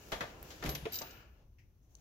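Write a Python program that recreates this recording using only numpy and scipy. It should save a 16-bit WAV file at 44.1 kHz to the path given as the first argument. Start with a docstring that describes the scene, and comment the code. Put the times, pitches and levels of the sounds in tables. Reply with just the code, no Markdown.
"""A steel tool chest drawer is pushed shut in a quiet workshop, heard on a stereo pair of microphones.
Its ball slides roll and knock twice; the soft-close catch takes it with a rattle and a thump, a side
panel hums briefly, the latch knocks and the damper draws it home with a whirr. Loose bits in the drawer
clack together and ring very high. A distant tap and a faint tick follow over the room's rumble."""
import sys
import numpy as np
from scipy import signal
from scipy.fft import rfft, irfft, next_fast_len
from scipy.io import wavfile

SR = 44100
rng = np.random.default_rng(int(sys.argv[2]) if len(sys.argv) > 2 else 0)


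def wrap_up_sound(samples):
    """Save the sound to the file named by the first command line argument, as 16-bit audio."""
    columns = np.atleast_2d(samples).T
    # keep every value between -1 and 1, then stretch to whole-number steps
    tamed = np.clip(columns, -1, 1)
    steps = np.round(tamed * 32767).astype(np.int16)
    wavfile.write(sys.argv[1], SR, steps)


N = 88420
TIME = np.arange(N) / SR
HIT_TIME = TIME[:SR // 2]
CUTOFF_HZ = 15800

# The drawer's travel. Each row: time in seconds, rumble level in dB, hiss level in dB.
ROLL_LEVELS = [(0, -61.5, -68), (.11, -57, -64.5), (.28, -54.5, -60.5), (.39, -54.5, -70),
               (0.451, -54, -63), (.6, -57, -60.5), (0.678, -40.5, -54), (.82, -57, -62.5),
               (.92, -56.5, -56.5), (1.1, -59.5, -62.5), (1.23, -63.5, -70.5), (1.32, -70.5, -83.5),
               (1.42, -69, -80), (1.501, -79, -95), (1.8, -82.5, -99), (2, -71.5, -77.5)]
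# Spectra of the slides. Each row: frequency in Hz, level in dB.
ROLL_RUMBLE = [(40, -14.5), (62, 5.5), (100, -2), (150, 0), (220, -6.5), (400, -3.5), (700, -8),
               (1100, -13.5), (2200, -42.5)]
ROLL_HISS = [(500, 2), (1000, -41), (1600, 0.5), (3000, 0), (4500, -1.5), (7000, -4.5), (8600, -22),
             (12000, -23), (15500, -15)]

def slides(clicks_per_s=230, grain_s=0.0048, grain_share=0.31):
    """Balls roll in their tracks: a rumble, and a hiss made grainy by their tiny clicks."""
    s, rumble_db, hiss_db = np.transpose(ROLL_LEVELS)
    clicks = (rng.random(N) < clicks_per_s / SR) * rng.exponential(1, N)
    grains = signal.lfilter([1], [1, -np.exp(-1 / (grain_s * SR))], clicks + 1e-18)
    flicker = np.sqrt(1 - grain_share + grain_share * grains / grains.mean())
    rumble = from_db(np.interp(TIME, s, rumble_db)) * noise(ROLL_RUMBLE)
    hiss = from_db(np.interp(TIME, s, hiss_db)) * flicker * noise(ROLL_HISS)
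    return rumble + hiss

# Blows on the drawer. Each row: start in seconds, level in dB, tilt in dB per octave,
# t60 in seconds, favoured frequency in Hz, relative panel ring in dB.
KNOCKS = [(0.1193, -35.5, 2, 0.11, 715, -9), (.125, -34.5, -2, 0.079, 3260, -7),
          (.141, -46, 1.5, 0.29, 670, -20), (0.2067, -32.5, -0.2, 0.079, 1860, -13),
          (.221, -43.5, -0.5, 0.21, 706, -5), (.504, -49.5, 3, 0.18, 4900, -18),
          (0.625, -41.5, 0.6, 0.087, 1600, -7), (.638, -43, -1, 0.23, 1210, -19),
          (0.652, -45.5, 4.5, 0.072, 298, -5), (.659, -39, 4, 0.11, 1830, -10),
          (.691, -40.5, 4, 0.085, 400, -11), (.718, -45.5, 0, .062, 3530, -26),
          (.751, -36.5, 5, 0.044, 2980, -22.5), (0.854, -37.5, -0.5, 0.051, 2460, -20),
          (1.012, -44, -1.1, 0.11, 620, -4)]
# Struck steel. Each row: frequency in Hz, level in dB.
STEEL_SPECTRUM = [(60, 0), (200, -4.5), (400, -1), (720, 1), (950, -2), (1250, -2), (1650, -3),
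                  (2100, -4.5), (2700, -7), (3300, -6.5), (4800, -13.5), (6700, -16.5), (8600, -30.5),
                  (12000, -22.5), (15500, -33)]
# The drawer's panel. Each row: frequency in Hz, level in dB, t60 in seconds.
PANEL_MODES = [(428, -5, .15), (573, -9, .14), (662, -3, .13), (712, 0, .17), (902, -4, .18),
               (1187, -2, .15), (1353, -8, .15), (1600, -7, .22), (1800, -5, .15), (2060, -4, .15),
               (2525, -7, .15), (3311, -6, .17), (3950, -15, .25)]

def knocks(out):
    """Steel knocks set the panel ringing; each place struck favours one band."""
    for s, db, tilt_db, t60, centre_hz, ring_db in KNOCKS:
        panel = from_db(ring_db - 4) * ring(favoured(PANEL_MODES, centre_hz), 0.001, scatter_db=3.5)
        spectrum = favoured(STEEL_SPECTRUM, centre_hz)
        steel = burst(spectrum, t60, tail_db=-14.5, attack_s=0.00052, tilt_db=tilt_db)
        add(out, s, from_db(db) * (steel + panel))

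# Snaps in the tracks. Each row: start in seconds, level in dB.
SNAPS = [(0.088, -48), (.117, -39), (0.4285, -28.5)]
# Their spectrum. Each row: frequency in Hz, level in dB.
SNAP_SPECTRUM = [(1000, 6), (7000, -13), (9000, -2.5), (11500, -3), (13000, 11), (15500, 4)]

def snaps(out):
    """The slides give sharp, high snaps."""
    for s, db in SNAPS:
        add(out, s, from_db(db) * burst(SNAP_SPECTRUM, t60=0.0038, tail_db=-31.5, attack_s=0.00034))

# Thumps of the catch. Each row: start in seconds, level in dB, tilt in dB per octave.
THUMPS = [(.648, -35.5, 5), (0.662, -44.5, -5.5), (.683, -42, -8.5), (0.826, -49.5, -6)]
# The cabinet's body. Each row: frequency in Hz, level in dB, t60 in seconds.
CABINET_MODES = [(61.4, 0, 0.13), (149.7, 1.5, 0.13), (175.5, -8.5, 0.27), (246, -8.5, 0.16),
                 (310.5, -9, 0.32)]

def catch(out):
    """The catch loads the cabinet, which thumps in its low modes."""
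    for s, db, tilt_db in THUMPS:
        modes = [(hz, mode_db + tilt_db * np.log2(hz / 150), t60) for hz, mode_db, t60 in CABINET_MODES]
        add(out, s, from_db(db) * ring(modes, attack_s=0.0019, scatter_db=2.5))

# Knocks of the latch. Each row: start in seconds, level in dB.
LATCH_HITS = [(0.8562, -33), (0.8653, -29)]
# Its modes. Each row: frequency in Hz, level in dB, t60 in seconds.
LATCH_MODES = [(388, -7, .05), (438, -1.5, .064), (684, -9, .09)]

def latch_knock(out):
    """The latch engages with a hollow double knock."""
    for s, db in LATCH_HITS:
        add(out, s, from_db(db) * ring(LATCH_MODES, attack_s=0.0011, scatter_db=1))

# Hum at the cabinet's side. Each row: time in seconds, level in dB.
HUM_LEVEL = [(.72, -88), (.738, -42), (.78, -48), (.805, -68), (.835, -47), (.87, -68), (.905, -62),
             (1.05, -110)]

def panel_hum(pitch_hz=149, waver_hz=5, wavers_per_s=25):
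    """A side panel hums briefly after the catch, at a slightly unsteady pitch."""
    knots = np.arange(0, TIME[-1] + 1, 1 / wavers_per_s)
    hz = pitch_hz + waver_hz * np.interp(TIME, knots, rng.standard_normal(len(knots)))
    return sides(pitch_hz) * level(HUM_LEVEL) * np.sin(2 * np.pi * np.cumsum(hz) / SR)

# The damper's pull. Each row: time in seconds, level in dB.
WHIRR_LEVEL = [(.85, -65), (1.05, -57.5), (1.22, -62.5), (1.32, -73.5), (1.43, -81.5), (1.5, -94.5)]
# Its spectrum. Each row: frequency in Hz, level in dB.
WHIRR_SPECTRUM = [(700, -19.5), (1100, -7.5), (1450, 4.5), (1560, -6), (1700, 3.5), (1900, -10.5),
                  (2300, -3.5), (2950, -1), (3500, -25.5), (6000, -15.5), (8000, -46)]

def damper_whirr():
    """A faint whirr swells as the damper draws the drawer home."""
    return level(WHIRR_LEVEL) * noise(WHIRR_SPECTRUM)

# Inside the drawer. Each row: start in seconds, level in dB, favoured frequency in Hz, splash in dB.
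CLACKS = [(.638, -44.5, 5070, -49), (.691, -39.5, 6400, -35), (0.7495, -42.5, 5300, -39),
          (.922, -46, 4000, -47), (0.932, -43, 5800, -41), (0.9418, -39, 4460, -40),
          (.956, -37, 4700, -44.5), (0.9637, -49.5, 4340, -70), (0.987, -39, 6340, -69),
          (1.0165, -40.5, 6000, -75), (1.108, -53.5, 5500, -82)]
# Spectra of a clack and its very high splash. Each row: frequency in Hz, level in dB.
CLACK_SPECTRUM = [(1000, -25), (2400, -15), (3000, -1), (3400, -16), (3900, 1), (4400, -6.5), (4820, 0),
                  (5400, -6), (6000, -3), (7200, -7), (8400, -32), (11000, -19), (15500, -29)]
SPLASH_SPECTRUM = [(3000, -20), (8400, -24), (11000, -9.5), (13500, 12), (15500, -18)]
# The tray under the bits. Each row: frequency in Hz, level in dB, t60 in seconds.
TRAY_MODES = [(3020, -28, 0.16), (3885, -13.5, 0.16), (4790, -3, 0.086), (5900, 2.5, 0.034),
              (7600, -7, 0.06)]

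def bit_clacks(out, t60=0.04, tail_db=-19.5, attack_s=0.00058):
    """Loose steel bits strike each other and set their tray ringing."""
    for s, db, centre_hz, splash_db in CLACKS:
        tray = from_db(-9) * ring(favoured(TRAY_MODES, centre_hz), attack_s, scatter_db=4)
        clack = burst(favoured(CLACK_SPECTRUM, centre_hz), t60, tail_db, attack_s)
        add(out, s, from_db(db) * (clack + tray))
        add(out, s, from_db(splash_db) * burst(SPLASH_SPECTRUM, t60, tail_db, attack_s))

# The bits' notes. Each row: start in seconds, pitch in Hz, level in dB, t60 in seconds,
# beat rate in Hz, relative twin level in dB, delay of the first swell in seconds.
PINGS = [(.66, 9744, -61, .65, 9, -8, 0), (.691, 12900, -43.5, .33, 3, -9, 0),
         (.752, 10337, -63, .8, 2, -14, 0), (.921, 12795, -41.5, .44, 1, -10, 0),
         (.928, 13797, -46.5, .62, 5.5, -1.5, .048), (.945, 15192, -41.5, .43, 7.8, -4, .006)]

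def bit_pings(out):
    """Each bit rings with its own note, beating against a close twin."""
    for s, hz, db, t60, beat_hz, twin_db, swell_s in PINGS:
        beating = abs(1 + from_db(twin_db) * np.exp(2j * np.pi * beat_hz * (HIT_TIME - swell_s)))
        add(out, s, beating * ring([(hz, db, t60)], attack_s=0.004, scatter_db=0.5))

# Spectra of two small sounds in the room. Each row: frequency in Hz, level in dB.
FAR_TAP_SPECTRUM = [(400, -16), (1300, -17), (1900, 3.5), (2600, 3), (3800, -16.5), (6000, -5.5),
                    (9000, -31), (15000, -17)]
TICK_SPECTRUM = [(1000, -12), (2300, -39), (3030, 2.5), (3550, -43), (4140, 4), (5200, -11.5), (6230, 15.5),
                 (8000, -12), (11200, -9), (15500, -22)]

def tap_and_tick(out):
    """One tap far from the microphones, then a dry tick."""
    tap = burst(FAR_TAP_SPECTRUM, t60=0.26, tail_db=-23.5, attack_s=0.00079)
    tick = burst(TICK_SPECTRUM, t60=0.0063, tail_db=-31.5, attack_s=0.00032)
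    add(out, 1.584, from_db(-67.5) * tap)
    add(out, 1.952, from_db(-39) * tick)

# Spectra of the workshop's background. Each row: frequency in Hz, level in dB.
ROOM_SPECTRUM = [(22, -8), (42, 4), (75, 4), (115, -3.5), (160, -15.5), (400, -23), (600, -36),
                 (2000, -40.5), (5000, -44.5), (6000, -37.5), (8000, -55), (12000, -41)]
RUSTLE_SPECTRUM = [(3000, -10.5), (6000, 3), (7200, 2), (8600, -12.5), (12000, -2), (15500, -2)]
LATE_HISS_SPECTRUM = [(2000, -19), (5000, -22), (6000, -3), (7000, -10), (8300, -21), (15000, -14)]
# How rustle and hiss come and go. Each row: time in seconds, level in dB.
RUSTLE_LEVEL = [(0, -64), (.15, -61.5), (.38, -71.5), (.5, -61.5), (.65, -67), (.85, -78), (1.3, -100)]
LATE_HISS_LEVEL = [(1.81, -105), (1.83, -81.5), (1.88, -88), (1.91, -78), (2, -77)]

def room_tone():
    """The workshop rumbles steadily; a high rustle fades and a faint hiss rises at the end."""
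    rumble = from_db(-61.5) * noise(ROOM_SPECTRUM)
    rustle = level(RUSTLE_LEVEL) * noise(RUSTLE_SPECTRUM)
    hiss = level(LATE_HISS_LEVEL) * noise(LATE_HISS_SPECTRUM)
    return rumble + rustle + hiss

# Balance at the microphones. Each row: frequency in Hz, left minus right in dB.
MIC_BALANCE = [(120, 2), (300, -1), (600, -1), (1000, 3), (2000, 3.8), (5000, 5.3), (9000, 2),
               (13000, -1.5)]

def sides(hz):
    """Left and right gains at these frequencies."""
    return from_db(at_hz(MIC_BALANCE, hz) * np.array([[.5], [-.5]]))

# Likeness of the two microphones. Each row: frequency in Hz, correlation from 0 to 1.
MIC_LIKENESS = [(100, .95), (350, .92), (650, .4), (1300, .03), (15000, .05)]

def likeness(hz):
    """The two sides agree in the bass and hardly at all in the treble."""
    return at_hz(MIC_LIKENESS, hz)

def noise(spectrum, tilt_db=0, size=N):
    """Coloured stereo noise of rms 1, tilted by tilt_db per octave."""
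    length = next_fast_len(size, True)
    hz = np.maximum(np.arange(length // 2 + 1) * SR / length, 1)
    mid, side = rfft(rng.standard_normal((2, length)))
    pair = np.sqrt(1 + likeness(hz)) * mid + np.sqrt(1 - likeness(hz)) * side * [[1], [-1]]
    colour = from_db(at_hz(spectrum, hz) + tilt_db * np.log2(hz)) * (hz > 20) * (hz < CUTOFF_HZ)
    x = irfft(pair * colour * sides(hz), length)[:, :size]
    return x / np.sqrt(np.mean(x ** 2))

def burst(spectrum, t60, tail_db, attack_s, tilt_db=0, treble_hz=3030):
    """Countless close modes struck at once: a quick decay, then a tail that dies sooner in the treble."""
    x = noise(spectrum, tilt_db, len(HIT_TIME))
    pole = np.exp(-2 * np.pi * treble_hz / SR)
    low = signal.lfilter([1 - pole], [1, -pole], x)
    tail = low * decay(t60=0.58) + (x - low) * decay(t60=0.24)
    return (x * decay(t60) + from_db(tail_db) * tail) * (1 - np.exp(-HIT_TIME / attack_s))

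def ring(modes, attack_s, scatter_db):
    """Decaying sines, new in strength at every blow; high modes reach the microphones out of step."""
    out = 0
    for hz, db, t60 in modes:
        phase = np.arccos(likeness(hz)) * np.array([[.5], [-.5]])
        gain = sides(hz) * from_db(db + scatter_db * rng.normal())
        out = out + gain * decay(t60) * np.sin(2 * np.pi * hz * HIT_TIME + phase)
    return out * (1 - np.exp(-HIT_TIME / attack_s))

def favoured(table, centre_hz, lift_db=5.5, octaves=0.54):
    """A spectrum or mode table with one band lifted."""
    return [(hz, db + lift_db * np.exp(-(np.log2(hz / centre_hz) / octaves) ** 2), *rest)
            for hz, db, *rest in table]

def decay(t60):
    """A fall of 60 dB every t60 seconds."""
    return from_db(-60 * HIT_TIME / t60)

def from_db(db):
    """Decibels to gain."""
    return 10 ** (np.asarray(db) / 20)

def level(curve):
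    """Gain over time from rows of seconds and dB."""
    return from_db(np.interp(TIME, *np.transpose(curve)))

def at_hz(points, hz):
    """Read a table on a log-frequency axis."""
    f, value = np.transpose(points)
    return np.interp(np.log(hz), np.log(f), value)

def add(out, s, sound):
    """Mix a sound in at s seconds."""
    start = int(s * SR)
    out[:, start:start + sound.shape[1]] += sound[:, :N - start]

def scene():
    """The drawer closes in the workshop."""
    out = slides() + damper_whirr()
    knocks(out)
    snaps(out)
    catch(out)
    latch_knock(out)
    out += panel_hum()
    bit_clacks(out)
    bit_pings(out)
    out += room_tone()
    tap_and_tick(out)
    return out

def record(dry):
    """A steep low-pass cuts the very top from both microphones."""
    return signal.sosfilt(signal.ellip(10, .1, 80, CUTOFF_HZ, fs=SR, output="sos"), dry)

dry = scene()
out = record(dry)
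wrap_up_sound(out)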